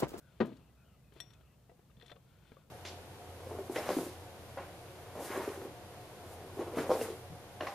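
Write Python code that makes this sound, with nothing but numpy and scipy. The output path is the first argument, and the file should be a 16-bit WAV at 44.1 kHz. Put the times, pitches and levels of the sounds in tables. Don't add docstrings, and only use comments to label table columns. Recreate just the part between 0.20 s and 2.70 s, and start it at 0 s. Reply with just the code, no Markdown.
import sys
import numpy as np
from scipy import signal
from scipy.io import wavfile

SR = 44100
rng = np.random.default_rng(int(sys.argv[2]) if len(sys.argv) > 2 else 0)


def dump_mix(stems):
    frames = np.atleast_2d(stems).T
    limited = np.clip(frames, -1, 1)
    pcm = np.round(limited * 32767).astype(np.int16)
    wavfile.write(sys.argv[1], SR, pcm)


N = 110250


def amp(db):
    return 10 ** (np.asarray(db) / 20)


def rms_one(x):
    return x / np.sqrt(np.mean(x ** 2) + 1e-20)


def at_hz(points, hz, column=1):
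    points = np.array(points)
    return np.interp(np.log(hz), np.log(points[:, 0]), points[:, column])


def drift(rate_hz):
    r = np.exp(-2 * np.pi * rate_hz * 40 / SR)
    white = rng.standard_normal(N // 40 + 2002)
    slow = signal.lfilter([1], [1, -2 * r, r * r], white)[2000:]
    return np.interp(np.arange(N) / 40, np.arange(len(slow)), rms_one(slow))


def band(x, low_hz, high_hz):
    edges = [low_hz, min(high_hz, .45 * SR)]
    return signal.sosfilt(signal.butter(2, edges, "band", fs=SR, output="sos"), x)


def bands():
    edges = 22 * 2 ** (np.arange(30) / 3)
    return list(zip(edges, edges[1:]))


def ring(clicks, hz, t60):
    r = amp(-60 / (t60 * SR))
    w = 2 * np.pi * hz / SR
    return signal.lfilter([0, np.sin(w)], [1, -2 * r * np.cos(w), r * r], clicks + 1e-18)


def add(out, s, sound):
    i = int(s * SR)
    part = sound[max(-i, 0):N - i]
    out[max(i, 0):max(i, 0) + len(part)] += part


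# (time [s], strength before softening [dB])
JOLT_CONTACTS = [(0.2017, -29.5), (0.2033, -19), (0.2059, -20.5), (.209, -22.5), (0.2118, -19),
                 (0.2157, -24), (.221, -32), (0.227, -47), (0.243, -51.5), (0.257, -48), (0.318, -43.5)]
# (frequency [Hz], relative level [dB], decay t60 [s])
BODY_MODES = [(163, -38, 0.17), (222.3, 0, 0.072), (288.8, -8, 0.078), (352.3, -16, 0.12),
              (425.2, -6.5, 0.075), (474, -2, 0.033), (566, -10.5, 0.02), (601, -27.5, 0.045),
              (754, -16, 0.061), (925, -14, 0.04), (1090, -18, 0.027), (1149, -13.5, 0.036),
              (1400, -23, 0.032), (1530, -21.5, 0.037), (1873, -19, 0.046)]
CONTACT_SOFT_HZ, BODY_LOW_CUT_HZ = 2500, 95


def thump():
    clicks = np.zeros(N)
    for s, db in JOLT_CONTACTS:
        clicks[int(s * SR)] = amp(db)
    r = np.exp(-2 * np.pi * CONTACT_SOFT_HZ / SR)
    clicks = signal.lfilter([1 - r], [1, -r], clicks)
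    out = np.zeros(N)
    for k, (hz, db, t60) in enumerate(BODY_MODES):
        sign = (-1) ** k
        out += sign * amp(db) * ring(clicks, hz, t60)
    return signal.lfilter(*signal.butter(2, BODY_LOW_CUT_HZ, "high", fs=SR), out)


# (frequency [Hz], relative band level [dB], decay t60 [s])
RUSTLE = [(127, -8, 0.38), (246, -1, 0.3), (403, -1.5, 0.27), (790, -2.5, 0.13), (1220, -1.5, 0.13),
          (2400, -11.5, 0.14), (3860, -5.5, 0.075), (4800, -22, 0.12), (13000, -40, .1)]
RUSTLE_START_S, RUSTLE_RISE_S, RUSTLE_DB = .202, 0.0017, -36.5
LINGER_DB, LINGER_T60_S = -27.5, 1
LUMP_DB, LUMP_RATE_HZ = 1.5, 60


def rustle():
    t = np.maximum(np.arange(N) / SR - RUSTLE_START_S, 0)
    white = rng.standard_normal((2, N))
    lumps = [amp(LUMP_DB * drift(LUMP_RATE_HZ)) for _ in white]
    rise = 1 - np.exp(-t / RUSTLE_RISE_S)
    out = np.zeros(N)
    for k, (low, high) in enumerate(bands()[7:]):
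        hz = np.sqrt(low * high)
        start_db = RUSTLE_DB + at_hz(RUSTLE, hz)
        fall = amp(start_db - 60 * t / at_hz(RUSTLE, hz, column=2))
        fall = fall + amp(start_db + LINGER_DB - 60 * t / LINGER_T60_S)
        noise = rms_one(band(band(white[k % 2], low, high), low, high))
        out += noise * fall * lumps[k % 2] * rise
    return signal.lfilter(*signal.butter(2, BODY_LOW_CUT_HZ, "high", fs=SR), out)


# (time [s], ring level [dB], crack level before its rise [dB],
# longest t60 left by the grip [s], added level of upper modes [dB], crack top [Hz])
CLINKS = [(0.256, -94, -57, .03, -19, 15000), (0.268, -94, -60.5, .03, -20, 15000),
          (0.328, -84, -61, .03, -18, 4560), (0.367, -74, -62.5, 0.028, -20, 8600),
          (.936, -90, -63, .03, -20, 15000), (1.0026, -37.5, -46.5, .3, 2.5, 13900),
          (1.1047, -62.5, -59.5, 0.099, 4, 4450), (1.1351, -59.5, -60, .05, -2, 9000),
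          (1.209, -76, -61, .05, -20, 3500), (1.4955, -81, -76, .04, -32, 3500),
          (1.712, -83, -66, .04, -20, 3480), (1.769, -64.5, -73, 0.061, -17, 4200),
          (1.7991, -59, -78, 0.055, -22, 5000), (1.8116, -57.5, -52, 0.028, -22, 4200),
          (1.824, -53, -63, .12, -12, 4200), (1.8615, -57, -57, .12, -7, 10000),
          (1.8815, -55, -61, .12, -11, 4600), (1.905, -53, -65, .1, -16, 4000),
          (1.917, -49, -57, .05, -12, 4000), (1.9623, -64, -61.5, 0.024, -20, 4200)]
# (frequency [Hz], relative level [dB], decay t60 [s])
HANDLE_MODES = [(1880, -14, .05), (1925, -14, .09), (2730, -16, .05), (3250, -3, .025), (3490, -1, .06),
                (3542, -19, .25), (3800, -8, .03), (4091, -7, .045), (5612, -12, .23), (5623, -14, .2),
                (8010, -17, .08), (8045, -18, .08), (8600, -13, .025), (10840, -24, .05),
                (13200, -18, .025)]
UPPER_FROM_HZ = 5000
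CRACK_T60_S, CRACK_LOW_HZ, CRACK_RISE_S = 0.045, 1240, 0.0011


def clinks():
    out, t = np.zeros(N), np.arange(SR // 4) / SR
    hz, level_db, t60 = np.transpose(HANDLE_MODES)[:, :, None]
    chance_db = rng.normal(0, .7, (len(CLINKS), len(HANDLE_MODES), 1))
    noise = rng.standard_normal((len(CLINKS), len(t)))
    rise = 1 - np.exp(-t / CRACK_RISE_S)
    for (s, db, crack_db, longest, upper_db, top_hz), own_db, white in zip(CLINKS, chance_db, noise):
        start_db = db + level_db + own_db + upper_db * (hz > UPPER_FROM_HZ)
        tones = amp(start_db - 60 * t / np.minimum(t60, longest)) * np.sin(2 * np.pi * hz * t)
        dulled = signal.sosfilt(signal.butter(6, top_hz, fs=SR, output="sos"), white)
        crack = rms_one(band(dulled, CRACK_LOW_HZ, top_hz))
        crack = crack * amp(crack_db - 60 * t / CRACK_T60_S) * rise
        add(out, s, tones.sum(axis=0) + crack)
    return out


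# (time [s], low ring level [dB], low ring [Hz], t60 of both rings [s],
# upper ring [Hz], upper ring relative level [dB], tick relative level [dB])
KNOCKS = [(0.371, -65, 2900, 0.046, 4550, -1, -20), (0.922, -53.5, 410, 0.044, 1530, -22, -7),
          (.956, -60.5, 305, 0.028, 945, -8, -8), (.963, -47, 394, 0.03, 864, -16, -12.5),
          (1.003, -57, 698, 0.087, 1100, -11, -21), (1.208, -61.5, 300, 0.03, 650, 1, -10),
          (1.495, -55, 457, 0.07, 678, 1.5, -7), (1.497, -62.5, 1950, .05, 2700, -4, -15),
          (1.516, -50.5, 497, 0.088, 725, -8.5, -31), (1.593, -54.5, 450, 0.034, 735, -1, -13.5),
          (1.699, -76.5, 595, 0.036, 1230, 15.5, -12), (1.705, -66.5, 2750, 0.05, 3650, -4, -15),
          (1.773, -50, 188, 0.061, 452, -14, -25), (1.829, -52, 480, 0.12, 711, -6.5, -10),
          (1.897, -57.5, 605, 0.031, 1230, 2.5, 5.5), (1.915, -49.5, 478, 0.092, 700, -2.5, -12.5),
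          (1.918, -49, 585, 0.084, 1343, -9, -1), (1.957, -56, 465, 0.11, 740, -4, -8),
          (1.966, -53.5, 528, 0.056, 1120, -3, -13), (2.319, -46, 241, 0.033, 446, 1.5, -10.5),
          (2.369, -47, 530, 0.036, 1140, -1.5, -33)]
TICK_T60_S, TICK_LOW_HZ, TICK_HIGH_HZ = 0.043, 396, 2140


def knocks():
    out, t = np.zeros(N), np.arange(SR // 5) / SR
    ticks = rms_one(band(rng.standard_normal((len(KNOCKS), len(t))), TICK_LOW_HZ, TICK_HIGH_HZ))
    for (s, db, low_hz, t60, high_hz, high_db, tick_db), tick in zip(KNOCKS, ticks):
        tones = np.sin(2 * np.pi * low_hz * t) + amp(high_db) * np.sin(2 * np.pi * high_hz * t)
        rings = tones * amp(-60 * t / t60)
        tick = tick * amp(tick_db - 60 * t / TICK_T60_S)
        add(out, s, amp(db) * (rings + tick))
    return out


# (time [s], level [dB])
SCUFF_LEVEL = [(0, -85), (.08, -73.5), (.19, -70.5), (.3, -64), (.44, -87), (.5, -92), (.9, -111),
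               (0.927, -66.5), (.945, -72.5), (.965, -61.5), (1.0, -63), (1.05, -68), (1.12, -73.5),
               (1.17, -78.5), (1.22, -76), (1.27, -100), (1.66, -81), (1.7, -82), (1.74, -95), (1.8, -74),
               (1.9, -61), (1.925, -74), (1.95, -79), (2.0, -84), (2.07, -78), (2.1, -72), (2.2, -73),
               (2.28, -66.5), (2.34, -70), (2.42, -74), (2.5, -107)]
# (frequency [Hz], relative band gain [dB])
SCUFF_COLOUR = [(300, 3.5), (700, 2), (1500, -3.5), (2500, -1), (3700, -4.5), (4300, -6.5), (5000, -13),
                (8000, -19), (15000, -27)]
GRAINS_PER_S, GRAIN_SPREAD_DB = 8000, 3.5
SCUFF_RING_DB = -13


def scuff():
    sizes = amp(GRAIN_SPREAD_DB * np.minimum(rng.exponential(1, N), 5)) * rng.choice([-1, 1], N)
    grains = sizes * (rng.random(N) < GRAINS_PER_S / SR) + 1e-18
    grit, rings = np.zeros(N), np.zeros(N)
    for low, high in bands()[11:]:
        gain = amp(at_hz(SCUFF_COLOUR, np.sqrt(low * high)))
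        grit += gain * band(band(grains, low, high), low, high)
    for hz, db, t60 in HANDLE_MODES:
        if hz < UPPER_FROM_HZ:
            rings += amp(db) * ring(grains, hz, t60)
    out = rms_one(grit) + amp(SCUFF_RING_DB) * rms_one(rings)
    return rms_one(out) * amp(np.interp(np.arange(N) / SR, *np.transpose(SCUFF_LEVEL)))


# (delay [s], left level [dB], right level [dB])
ECHOES = [(.0031, -12.5, -18), (.0074, -26, -27), (0.0111, -30, -28), (.022, -20.5, -28.5)]
ECHO_CUT_HZ = 1300
SHADOW_HZ, SHADOW_DB = 300, -11.5


def place(x):
    low = signal.lfilter(*signal.butter(1, SHADOW_HZ, fs=SR), x)
    out = np.array([x, low + amp(SHADOW_DB) * (x - low)])
    dull = signal.lfilter(*signal.butter(1, ECHO_CUT_HZ, fs=SR), x)
    for s, left_db, right_db in ECHOES:
        add(out[0], s, amp(left_db) * dull)
        add(out[1], s, amp(right_db) * dull)
    return out


CALL_EDGE = 0.2


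def blurred_tone(hz, width_hz):
    low = signal.butter(2, width_hz / 2, fs=SR)
    a, b = signal.lfilter(*low, rng.standard_normal((2, len(hz) + 2000)))[:, 2000:]
    phase = 2 * np.pi * np.cumsum(hz) / SR
    tone = rms_one(a * np.sin(phase) + b * np.cos(phase))
    return tone * signal.windows.tukey(len(hz), CALL_EDGE)


# (time [s], length [s], pitch [Hz], rms level before edges and panning [dB], width [Hz])
WHISTLES = [(.38, .13, 2700, -82, 400), (.45, 0.13, 1990, -88, 62.5), (.56, .09, 2510, -82, 110),
            (.64, 0.078, 2950, -81.5, 400), (.67, 0.11, 2750, -82, 398), (.72, 0.092, 1990, -87, 60),
            (.83, 0.099, 2525, -82, 110), (1.12, 0.061, 2550, -80.5, 60), (1.22, 0.14, 2700, -81.5, 396),
            (1.28, 0.052, 1964, -84, 60)]


def whistles():
    out = np.zeros(N)
    for s, length, hz, db, width_hz in WHISTLES:
        add(out, s, amp(db) * blurred_tone(np.full(int(length * SR), hz), width_hz))
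    return out


# (time [s], length [s], top pitch [Hz], rms level before edges and panning [dB])
HOARSE_CALLS = [(-.08, .25, 1494, -76.5), (0.55, 0.22, 1391, -78.5), (1.043, 0.25, 1402, -80.5),
                (2.03, 0.46, 1463, -80.5)]
CALL_WIDTH_HZ, CALL_SAG_HZ = 187, 208.4


def hoarse_calls():
    out = np.zeros(N)
    for s, length, hz, db in HOARSE_CALLS:
        u = np.linspace(-.6, 1, int(length * SR))
        add(out, s, amp(db) * blurred_tone(hz - CALL_SAG_HZ * u ** 2, CALL_WIDTH_HZ))
    return out


# (frequency [Hz], relative density [dB per Hz])
AIR_SPECTRUM = [(22, -23), (35, -24), (62, 0.5), (90, -5.5), (130, 1), (180, -7), (300, -18), (500, -17.5),
                (800, -23), (1400, -29), (2000, -31.5), (3500, -32), (5000, -34.5), (15500, -36.5)]
# (frequency [Hz], correlation [0-1])
LIKENESS = [(60, 1), (180, 0.9), (550, 0.77), (1650, 0.59), (4970, 0.056), (15000, 0.08)]
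# (frequency [Hz], left over right [dB])
LEAN = [(60, -2), (180, 0.5), (550, 7), (1650, 6.5), (4970, 1.5), (15000, -1)]
AIR_DB, AIR_FLICKER_DB = -63, .7


def air():
    out, together, white = 0, drift(0.5), rng.standard_normal((2, 2, N))
    for k, (low, high) in enumerate(bands()):
        mid, side = band(white[k % 2], low, high)
        hz = np.sqrt(low * high)
        alike = np.clip(at_hz(LIKENESS, hz), 0, 1)
        flicker_db = AIR_FLICKER_DB * min(1, 400 / hz) * (together + drift(10))
        lean_db = at_hz(LEAN, hz) * np.array([[.5], [-.5]])
        gain = amp(at_hz(AIR_SPECTRUM, hz) + flicker_db + lean_db)
        out = out + gain * (np.sqrt(1 + alike) * mid + np.sqrt(1 - alike) * side * [[1], [-1]])
    return amp(AIR_DB) * rms_one(out)


def scene():
    jack = place(thump() + rustle() + clinks() + knocks() + scuff())
    birds = (whistles() + hoarse_calls()) * amp([[2.5], [-2.5]])
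    return jack + birds + air()


def record(dry):
    return signal.sosfilt(signal.cheby2(24, 60, 15800, fs=SR, output="sos"), dry)


dry = scene()
out = record(dry)
dump_mix(out)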